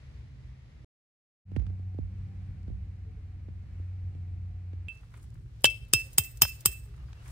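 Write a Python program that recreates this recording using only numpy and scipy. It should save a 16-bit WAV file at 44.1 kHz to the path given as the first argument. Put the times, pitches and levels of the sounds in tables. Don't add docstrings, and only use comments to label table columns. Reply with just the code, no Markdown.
import sys
import numpy as np
from scipy import signal
from scipy.fft import rfft, irfft
from scipy.io import wavfile
from scipy.ndimage import uniform_filter1d

SR = 44100
rng = np.random.default_rng(int(sys.argv[2]) if len(sys.argv) > 2 else 0)


def persist_wave(psi):
    counts = np.round(np.clip(psi, -1, 1) * 32767).astype(np.int16)
    wavfile.write(sys.argv[1], SR, np.atleast_2d(counts).T)


def amplitude_ratio(level_db):
    exponent = np.asarray(level_db, float) / 20
    return 10 ** exponent


N = 322371
T = np.arange(N) / SR

# start in seconds, end in seconds, delay of the left microphone in samples.
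SHOTS = [
    (0, .846, -16),
    (1.452, 4.884, -8),
    (4.884, 7.4, 2),
]


def shape(x, points):
    hz, db = np.transpose(points)
    f = np.fft.rfftfreq(x.shape[-1], 1 / SR) + 1
    gain = amplitude_ratio(np.interp(np.log(f), np.log(hz), db))
    return irfft(rfft(x) * gain, x.shape[-1])


def band(x, hz, width_hz):
    centre_hz = min(hz, .42 * SR)
    sharpness = max(hz / min(width_hz, SR / 3), .3)
    return signal.lfilter(*signal.iirpeak(centre_hz, sharpness, SR), x)


def unit(x):
    return x / np.sqrt(np.mean(x ** 2))


def fade(t, t60):
    return (t >= 0) * np.exp(-np.log(1000) * np.abs(t) / t60)


def walk(rate):
    k = int(SR / rate)
    steps = np.repeat(rng.standard_normal(N // k + 1), k)
    return 1.48 * uniform_filter1d(uniform_filter1d(steps, k), k)[:N]


def add(out, s, sound, pan_db=0.):
    i = int(s * SR)
    n = min(sound.shape[-1], N - i)
    out[:, i:i + n] += sound[..., :n] * amplitude_ratio(np.array([[pan_db], [-pan_db]]) / 2)


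def late_lows(colour):
    f = np.fft.rfftfreq(SR // 2, 1 / SR) + 1
    delay_s = 0.054 * (55 / np.maximum(f, 30)) ** 1.7
    phase = 2 * np.pi * np.cumsum(delay_s + 0.0024) * 2
    push = shape(irfft(np.exp(-1j * phase)), colour)
    return push[:SR // 4] / np.abs(push).max()


def air():
    # pitch in Hz, level in dB.
    rumble = [
        [(15, -43), (25, -29), (42, -9.5), (65, 3.5), (97, -9.5), (130, -1), (172, -22.5), (195, -19),
         (400, -39), (520, -58), (880, -120)],
        [(15, -43.5), (25, -14), (38, -3.5), (69, 3), (97, -11), (117, -4.5), (156, -13.5), (400, -41),
         (520, -69.5), (880, -120)],
        [(15, -48), (25, -18.5), (43, -4), (65, 2), (81, -9), (113, 0), (156, -14), (178, -24), (400, -37.5),
         (520, -63), (880, -120)],
    ]
    # pitch in Hz, level in dB.
    hiss = [
        [(180, -28), (300, -10.5), (624, -7), (678, -14), (737, -11), (1580, -16), (1930, -10.5), (2880, -17.5),
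         (5250, -22.5), (12100, -41), (16000, -58)],
        [(180, -31.5), (300, -4.5), (412, -15), (502, -8.5), (645, -17), (762, -12.5), (856, -17.5),
         (1640, -19.5), (2250, -17.5), (3400, -28.5), (4090, -27), (11900, -43.5), (16000, -54.5)],
        [(180, -29), (300, -10.5), (385, -12.5), (462, -6), (511, -7.5), (885, -14.5), (994, -15.5),
         (1720, -14.5), (4990, -20), (11900, -34), (16000, -43.5)],
    ]
    # time in seconds, wind rumble in dB, far hiss in dB.
    weather = [
        [(0.0, -51, -75.5), (0.13, -48.5, -77.5), (0.31, -51.5, -77.5), (0.58, -50.5, -78.5), (0.678, -50, -78),
         (0.7, -51, -77)],
        [(1.75, -51.5, -78), (2.19, -47.5, -76.5), (2.4, -47, -77), (2.95, -47.5, -79), (3.07, -48.5, -79.5),
         (3.26, -48.5, -78.5), (3.42, -47, -79.5), (3.71, -48.5, -77), (3.86, -54, -77), (4.06, -48, -78),
         (4.2, -47.5, -78.5), (4.48, -47.5, -79), (4.8, -53, -78.5)],
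        [(4.95, -51, -78.5), (5.45, -48, -82), (5.61, -50.5, -78), (6.0, -48.5, -77.5), (6.09, -49.5, -75),
         (6.4, -49.5, -75.5), (6.5, -51, -77.5), (6.63, -52.5, -74), (6.84, -48.5, -78), (7.09, -52, -79),
         (7.31, -49, -72.5)],
    ]
    s, wind_db, hiss_db = np.transpose(np.vstack(weather))
    out = np.zeros((2, N))
    for (start, end, lag), low, high in zip(SHOTS, rumble, hiss):
        mid, side = rng.standard_normal((2, N))
        side = shape(side, [(40, -18), (130, -16), (300, -10), (700, -1), (1500, 1.5)])
        pair = np.array([mid + side, mid - side])
        on = (T >= start) & (T < end)
        wind_level = amplitude_ratio(np.interp(T, s, wind_db) + 4 + 1.3 * walk(11))
        hiss_level = amplitude_ratio(np.interp(T, s, hiss_db) + 10.5 + .6 * walk(8))
        out += on * unit(shape(pair, low)) * wind_level
        out += on * unit(shape(pair, high)) * hiss_level
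    return out


def bumps(out):
    # time in seconds, peak in dB, boom in dB, edge scratch in dB, left minus right in dB.
    pushes = [(1.515, -45, 4.5, -70.5, -12.5), (1.562, -32.5, 5, -52, -16), (1.596, -45, 8, -53, -4.5),
              (1.619, -47.5, -1, -62, -9.5), (1.665, -54, 14.5, -59.5, -13.5), (1.699, -49, 6.5, -65, -10),
              (1.793, -50, 5, -70, -9.5), (1.943, -48.5, 3, -68, -11), (1.985, -36, 0.5, -72.5, -16.5),
              (2.459, -65, 7, -75, -3), (2.678, -45, 8.5, -69, -13.5), (2.699, -46, 7, -71.5, -11),
              (2.719, -56, 0, -71, -4), (2.855, -60, 3, -76, -1), (3.482, -44.5, 1, -77, -10),
              (3.796, -48, -13, -78, -9.5), (4.149, -51, 0, -70, -13), (4.731, -46, 0, -68, -9.5)]
    t = T[:SR // 10]
    body = late_lows([(130, -32.5), (250, 3.5), (550, -11), (900, -26), (2500, -90.5)])
    boom = late_lows([(35, -24), (55, 5.5), (110, -3), (220, -18), (500, -87)])
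    for s, db, boom_db, edge_db, pan_db in pushes:
        scratch = band(band(rng.standard_normal(len(t)), 1500, 2000), 1600, 3500)
        scratch = scratch * fade(t, 0.025) * np.minimum(t / 0.0015, 1)
        add(out, s, amplitude_ratio(db - 1.5) * (body + amplitude_ratio(boom_db) * boom), 1.36 * pan_db)
        add(out, s, amplitude_ratio(edge_db + 10) * scratch, 1.96 * pan_db)


def ticks(out):
    # time in seconds, peak in dB, centre in Hz, width in Hz, 60 dB decay time in seconds.
    grains = [(2.63, -63, 4000, 5000, 0.011), (4.884, -44.5, 1100, 3000, 0.0043),
              (1.565, -46.5, 1290, 1500, 0.018), (3.488, -55.5, 1202, 1200, 0.014),
              (4.732, -52.5, 1100, 1200, 0.018), (7.28, -52, 1500, 1500, .04), (7.298, -55, 890, 900, .03),
              (5.139, -49.5, 1300, 1200, 0.043), (5.152, -60, 2000, 1200, .03),
              (5.162, -56, 1500, 1200, .03), (5.175, -54, 1200, 900, 0.017), (5.195, -62, 1800, 2000, .04),
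              (5.646, -20.5, 1500, 900, 0.017), (5.675, -48.5, 400, 150, 0.073),
              (5.96, -46.5, 400, 150, 0.097), (6.205, -49, 400, 150, 0.11), (6.678, -50.5, 400, 150, 0.13),
              (6.91, -64.5, 1200, 800, .02), (6.945, -69.5, 1400, 800, .02), (7.035, -66, 1500, 800, .02),
              (7.26, -52, 1300, 900, 0.025), (4.884, -54, 9220, 11000, .004),
              (4.911, -59, 11000, 3020, 0.011), (4.973, -59, 6550, 3970, 0.011),
              (5.032, -55, 1100, 600, 0.023), (5.76, -58.5, 11200, 7950, 0.022),
              (5.85, -55, 9000, 9000, 0.013), (6.106, -62, 12000, 8070, .02),
              (5.23, -56, 8960, 9000, 0.012), (5.242, -60, 7960, 8980, .02),
              (5.264, -70, 5000, 6030, 0.013), (5.303, -54, 7000, 6000, 0.009),
              (5.343, -60.5, 7950, 8930, .01), (5.607, -55.5, 8000, 9000, 0.025),
              (5.619, -50, 12030, 5930, .02), (5.653, -12.5, 4870, 7180, 0.034),
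              (5.664, -28, 6940, 5220, 0.016), (5.699, -43, 7880, 9130, 0.039),
              (5.883, -56.5, 12950, 6180, 0.033), (6.128, -45.5, 11140, 7880, 0.073),
              (6.236, -33, 8270, 1960, 0.02), (6.245, -36, 10920, 8940, 0.018),
              (6.371, -42.5, 10150, 8900, 0.034), (6.433, -21, 900, 1993, 0.013),
              (6.451, -27.5, 900, 1994, 0.021), (6.606, -42.5, 10030, 8900, .04),
              (6.978, -51, 998, 600, .02), (7.01, -59, 1300, 600, 0.014), (7.084, -57.5, 1180, 700, 0.029),
              (7.13, -44.5, 1080, 590, 0.013), (7.13, -50, 3500, 3000, 0.016),
              (7.145, -66, 2700, 400, .015)]
    t = T[:SR // 10]
    for s, db, hz, width_hz, t60 in grains:
        mid, side = rng.standard_normal((2, len(t)))
        pair = np.array([mid + 0.26 * side, mid - .4 * side])
        grain = band(band(pair, hz, width_hz), hz, 1.8 * width_hz)
        swell = np.minimum(t / (0.057 * t60), 1)
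        add(out, s, amplitude_ratio(db) * unit(grain) * fade(t, t60) * swell)


def motor():
    # time in seconds, base note in Hz, then levels in dB of the base, its double and 8th multiple.
    hum = [(1.72, 93.7, -37.5, -53.5, -76.5), (1.89, 93.13, -36.5, -59, -78), (2.33, 93.8, -40, -52, -91),
           (2.43, 92.76, -40, -61.5, -81.5), (2.8, 92.8, -40.5, -56.5, -83.5),
           (3.02, 92.9, -41.5, -72, -83), (3.06, 92.7, -43, -64, -79), (3.26, 92.36, -46, -81, -81),
           (3.51, 90.9, -41.5, -62.5, -86), (3.73, 90.76, -42.5, -66.5, -91), (3.79, 90.3, -39.5, -61, -98),
           (3.99, 91.2, -37, -70, -80), (4.22, 90.9, -37.5, -66, -78.5), (4.72, 90.8, -38.5, -60.5, -78.5),
           (4.75, 90.8, -40, -87, -101), (4.86, 90.3, -42.5, -60, -83)]
    s, hz, *levels = np.transpose(hum)
    phase = 2 * np.pi * np.cumsum(np.interp(T, s, hz) * (1 + .006 * walk(15))) / SR
    tones = np.zeros(N)
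    for k, db in zip((1, 2, 8), levels):
        tones += amplitude_ratio(np.interp(T, s, db) + 1.5 * walk(20)) * np.sin(k * phase)
    return np.sqrt(2) * tones * (T > SHOTS[1][0]) * (T < SHOTS[1][1])


def birds(out):
    # time in seconds, length in seconds, start pitch in Hz, end pitch in Hz, level in dB.
    calls = [(2.24, .14, 790, 785, -70.5), (3.03, 0.11, 440, 445, -62.5), (3.15, 0.066, 445, 440, -62),
             (6.03, 0.075, 570, 500, -63), (6.84, 0.11, 400, 410, -63), (6.97, 0.076, 2900, 2800, -70),
             (7.05, 0.063, 4900, 4900, -74), (7.15, 0.067, 2750, 2640, -66), (7.166, .08, 2916, 2900, -69)]
    for s, length, start_hz, end_hz, db in calls:
        n = int(length * SR)
        phase = 2 * np.pi * np.cumsum(np.linspace(start_hz, end_hz, n)) / SR
        add(out, s, amplitude_ratio(db) * np.hanning(n) * np.sin(phase))


def rings(out):
    # time in seconds, long note in dB, short note in dB, left minus right of the short one in dB,
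    # seconds until the rising hammer turns the ring away, drop in dB.
    peg = [
        (4.884, -57, -38, -11.5, 0.053, -8),
        (5.643, -42, -18.5, 8, 0.062, -7.5),
        (5.936, -46.5, -21, -7, 0.098, -10.5),
        (6.181, -46.5, -37.5, -17, .11, -4.5),
        (6.418, -39, -30.5, -9, .12, -10.5),
        (6.657, -43.5, -40.5, -22, 0.16, -9.5),
    ]
    peg_hz = (2635, 2645)
    peg_t60_s = (0.62, 0.35)
    # time in seconds, then five group levels in dB.
    drives = [
        (4.884, -52, -75, -76, -59, -80),
        (5.644, -14.5, -25.5, -32.5, -32, -40),
        (5.935, -28.5, -27, -20.5, -25.5, -25.5),
        (6.182, -30.5, -33.5, -41.5, -25, -12),
        (6.42, -25, -28.5, -19, -30.5, -10),
        (6.658, -32, -39.5, -37.5, -31, -16.5),
    ]
    steel_hz = [(3140, 3030, 3188), (3680, 4240, 4860), (5286, 5190, 5925),
                (8556, 8305, 7430, 7910, 6860, 10500), (14663, 14850, 15336, 13324, 11560)]
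    # level in dB, 60 dB decay time in seconds, left minus right in dB.
    steel_notes = [
        [(2.5, 0.074, -2.5), (2.5, 0.043, -0.5), (-6.5, 0.14, 3)],
        [(3.5, 0.044, -9), (-2, 0.027, 1.5), (-2, 0.018, -0.5)],
        [(-1.5, 0.13, -0.5), (2, 0.03, 8), (-13.5, 0.073, -6)],
        [(-0.5, 0.068, 4.5), (-10.5, 0.033, 2), (-4, .04, -11), (-7, .05, -2), (-5.5, .03, -0.5),
         (-10.5, .05, 5.5)],
        [(2.5, 0.047, 1.5), (-7, .04, -4.5), (-17, .04, -1), (-20.5, .03, 4.5), (-11, 0.035, -7)],
    ]
    t = T[:SR // 2]
    rise = np.minimum(t / .0006, 1)
    for s, long_db, short_db, pan_db, hold, drop_db in peg:
        turned = rise * amplitude_ratio(drop_db * np.clip((t - hold) / .016 + 1, 0, 1))
        for hz, t60, db, side_db in zip(peg_hz, peg_t60_s, (long_db, short_db), (0, pan_db)):
            tone = np.sin(2 * np.pi * hz * t) * fade(t, t60)
            add(out, s, amplitude_ratio(db) * tone * turned, side_db)
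    for s, *drive in drives:
        for pitches, family, drive_db in zip(steel_hz, steel_notes, drive):
            for hz, (db, t60, pan_db) in zip(pitches, family):
                jitter, turn = rng.standard_normal(2)
                phase = 0.52 * turn * np.array([[1], [-1]])
                tone = np.sin(2 * np.pi * hz * (1 + 0.002 * jitter) * t + phase)
                add(out, s, amplitude_ratio(drive_db + db) * tone * fade(t, t60) * rise, pan_db)


def scatter(steel):
    # pitch in Hz, level in dB.
    tree_colour = [(250, -12), (420, -1), (900, -12.5), (2000, 4.5), (3100, -4.5), (4200, -0.5),
                   (5300, -2.5), (8000, -3), (12000, -2), (15500, -0.5)]
    level_db, t60_s = -19.5, .36
    t = T[:SR // 2]
    echo = shape(rng.standard_normal((2, len(t))), tree_colour)
    echo = echo * fade(t, t60_s) * np.minimum(t / 0.025, 1)
    echo = echo * amplitude_ratio(3.0 * walk(55)[:len(t)])
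    echo = echo / np.linalg.norm(echo[0])
    return amplitude_ratio(level_db) * signal.fftconvolve(steel, echo, axes=1)[:, :N]


def rustle():
    # time in seconds, fine cloth in dB, coarse strap in dB.
    rubs = [
        [(4.92, -75, -72), (5.096, -87, -72.5), (5.15, -66.5, -62), (5.224, -74, -73), (5.228, -65, -67.5),
         (5.29, -85, -81), (5.3, -78, -76), (5.33, -90.5, -75), (5.344, -65.5, -75), (5.352, -82.5, -70.5),
         (5.598, -91, -82.5), (5.6, -81, -73)],
        [(6.85, -71.5, -72), (6.956, -84, -72.5), (6.974, -73, -74), (6.996, -92, -67.5), (7.204, -81, -67),
         (7.286, -56.5, -58), (7.31, -59.5, -64)],
    ]
    s, fine_db, coarse_db = np.transpose(np.vstack(rubs))
    fine, coarse = (rng.standard_normal((2, N)) * amplitude_ratio(3.2 * walk(rate)) for rate in (300, 150))
    fine = unit(shape(fine, [(2500, -18), (4500, -5.5), (8500, 6), (15000, -7)]))
    coarse = unit(shape(coarse, [(500, -4), (1200, 1.5), (2500, -7), (5000, -24.5)]))
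    both = fine * amplitude_ratio(np.interp(T, s, fine_db)) + coarse * amplitude_ratio(np.interp(T, s, coarse_db))
    rubbing = (T < rubs[0][-1][0]) | (T > rubs[1][0][0])
    return both * ((T > s[0]) & rubbing)


def blows(out):
    # time in seconds, crack peak in dB, knock in dB, ground thud in dB, knock pitch in Hz,
    # left minus right in dB.
    hits = [
        (5.642, -3.5, -25.5, -39.5, 589.7, 2),
        (5.934, 0.5, -33.5, -35, 308.8, 2.5),
        (6.181, -0.5, -39.5, -35.5, 301, -0.5),
        (6.418, 1.5, -37, -35, 286, 0.5),
        (6.657, 0.5, -38.5, -38, 307, -1.5),
    ]
    # pitch in Hz, level in dB.
    crack_colour = [(530, -58.5), (900, -7), (1990, -13.5), (2790, -7.5), (4540, -15.5), (5130, 1.5),
                    (5790, -16), (6790, -1.5), (7300, -11), (8350, 4.5), (9660, -11.5), (13400, -11),
                    (14800, -8), (15700, -15), (16500, -38.5)]
    t = T[:SR // 4] - .006
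    before = np.minimum(t, 0)
    build_up = amplitude_ratio(-9.5) * np.exp(before / 0.001) + amplitude_ratio(-18.5) * np.exp(before / 0.0033)
    bounce = amplitude_ratio(-21.5) * fade(t - .0045, 0.065)
    burst = fade(t, 0.011) + bounce + (t < 0) * build_up
    thud = late_lows([(35, -31.5), (55, 2.5), (120, 5), (200, -10.5), (400, -29), (900, -63)])
    for s, crack_db, knock_db, thud_db, knock_hz, pan_db in hits:
        mid, side = rng.standard_normal((2, len(t)))
        side = shape(side, [(900, -16), (2500, -1.5), (12000, 2.5)])
        crack = unit(shape(np.array([mid + side, mid - side]), crack_colour)) * burst
        knock = np.sin(2 * np.pi * knock_hz * t) + .5 * np.sin(2 * np.pi * 1.4 * knock_hz * t)
        add(out, s - .0042, amplitude_ratio(crack_db - 5.5) * crack, pan_db)
        add(out, s - .0042, amplitude_ratio(knock_db + 14) * knock * fade(t, 0.013))
        add(out, s, amplitude_ratio(thud_db + 6.5) * thud)


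def scene():
    steel = np.zeros((2, N))
    rings(steel)
    blows(steel)
    out = air() + motor() + rustle() + steel + scatter(steel)
    for source in (bumps, ticks, birds):
        source(out)
    lag = sum(((T >= start) & (T < end)) * samples for start, end, samples in SHOTS)
    out[0] = out[0, np.clip(np.arange(N) - lag, 0, N - 1)]
    return out


def band_limit(x):
    return signal.sosfilt(signal.butter(12, 16820, fs=SR, output="sos"), x)


def record(dry):
    fade_out_s, fade_in_s = 0.0011, 0.065
    low_cut = signal.butter(4, 38, "high", fs=SR, output="sos")
    top_cut = signal.ellip(8, .3, 40, 15800, fs=SR, output="sos")
    filtered = signal.sosfilt(top_cut, signal.sosfilt(low_cut, dry))
    heard = .96 * np.tanh(filtered / .96)
    first_shot = np.clip((SHOTS[0][1] - T) / fade_out_s, 0, 1)
    later_shots = np.clip((T - SHOTS[1][0]) / fade_in_s, 0, 1)
    return band_limit(heard * (first_shot + later_shots))


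dry = scene()
out = record(dry)
persist_wave(out)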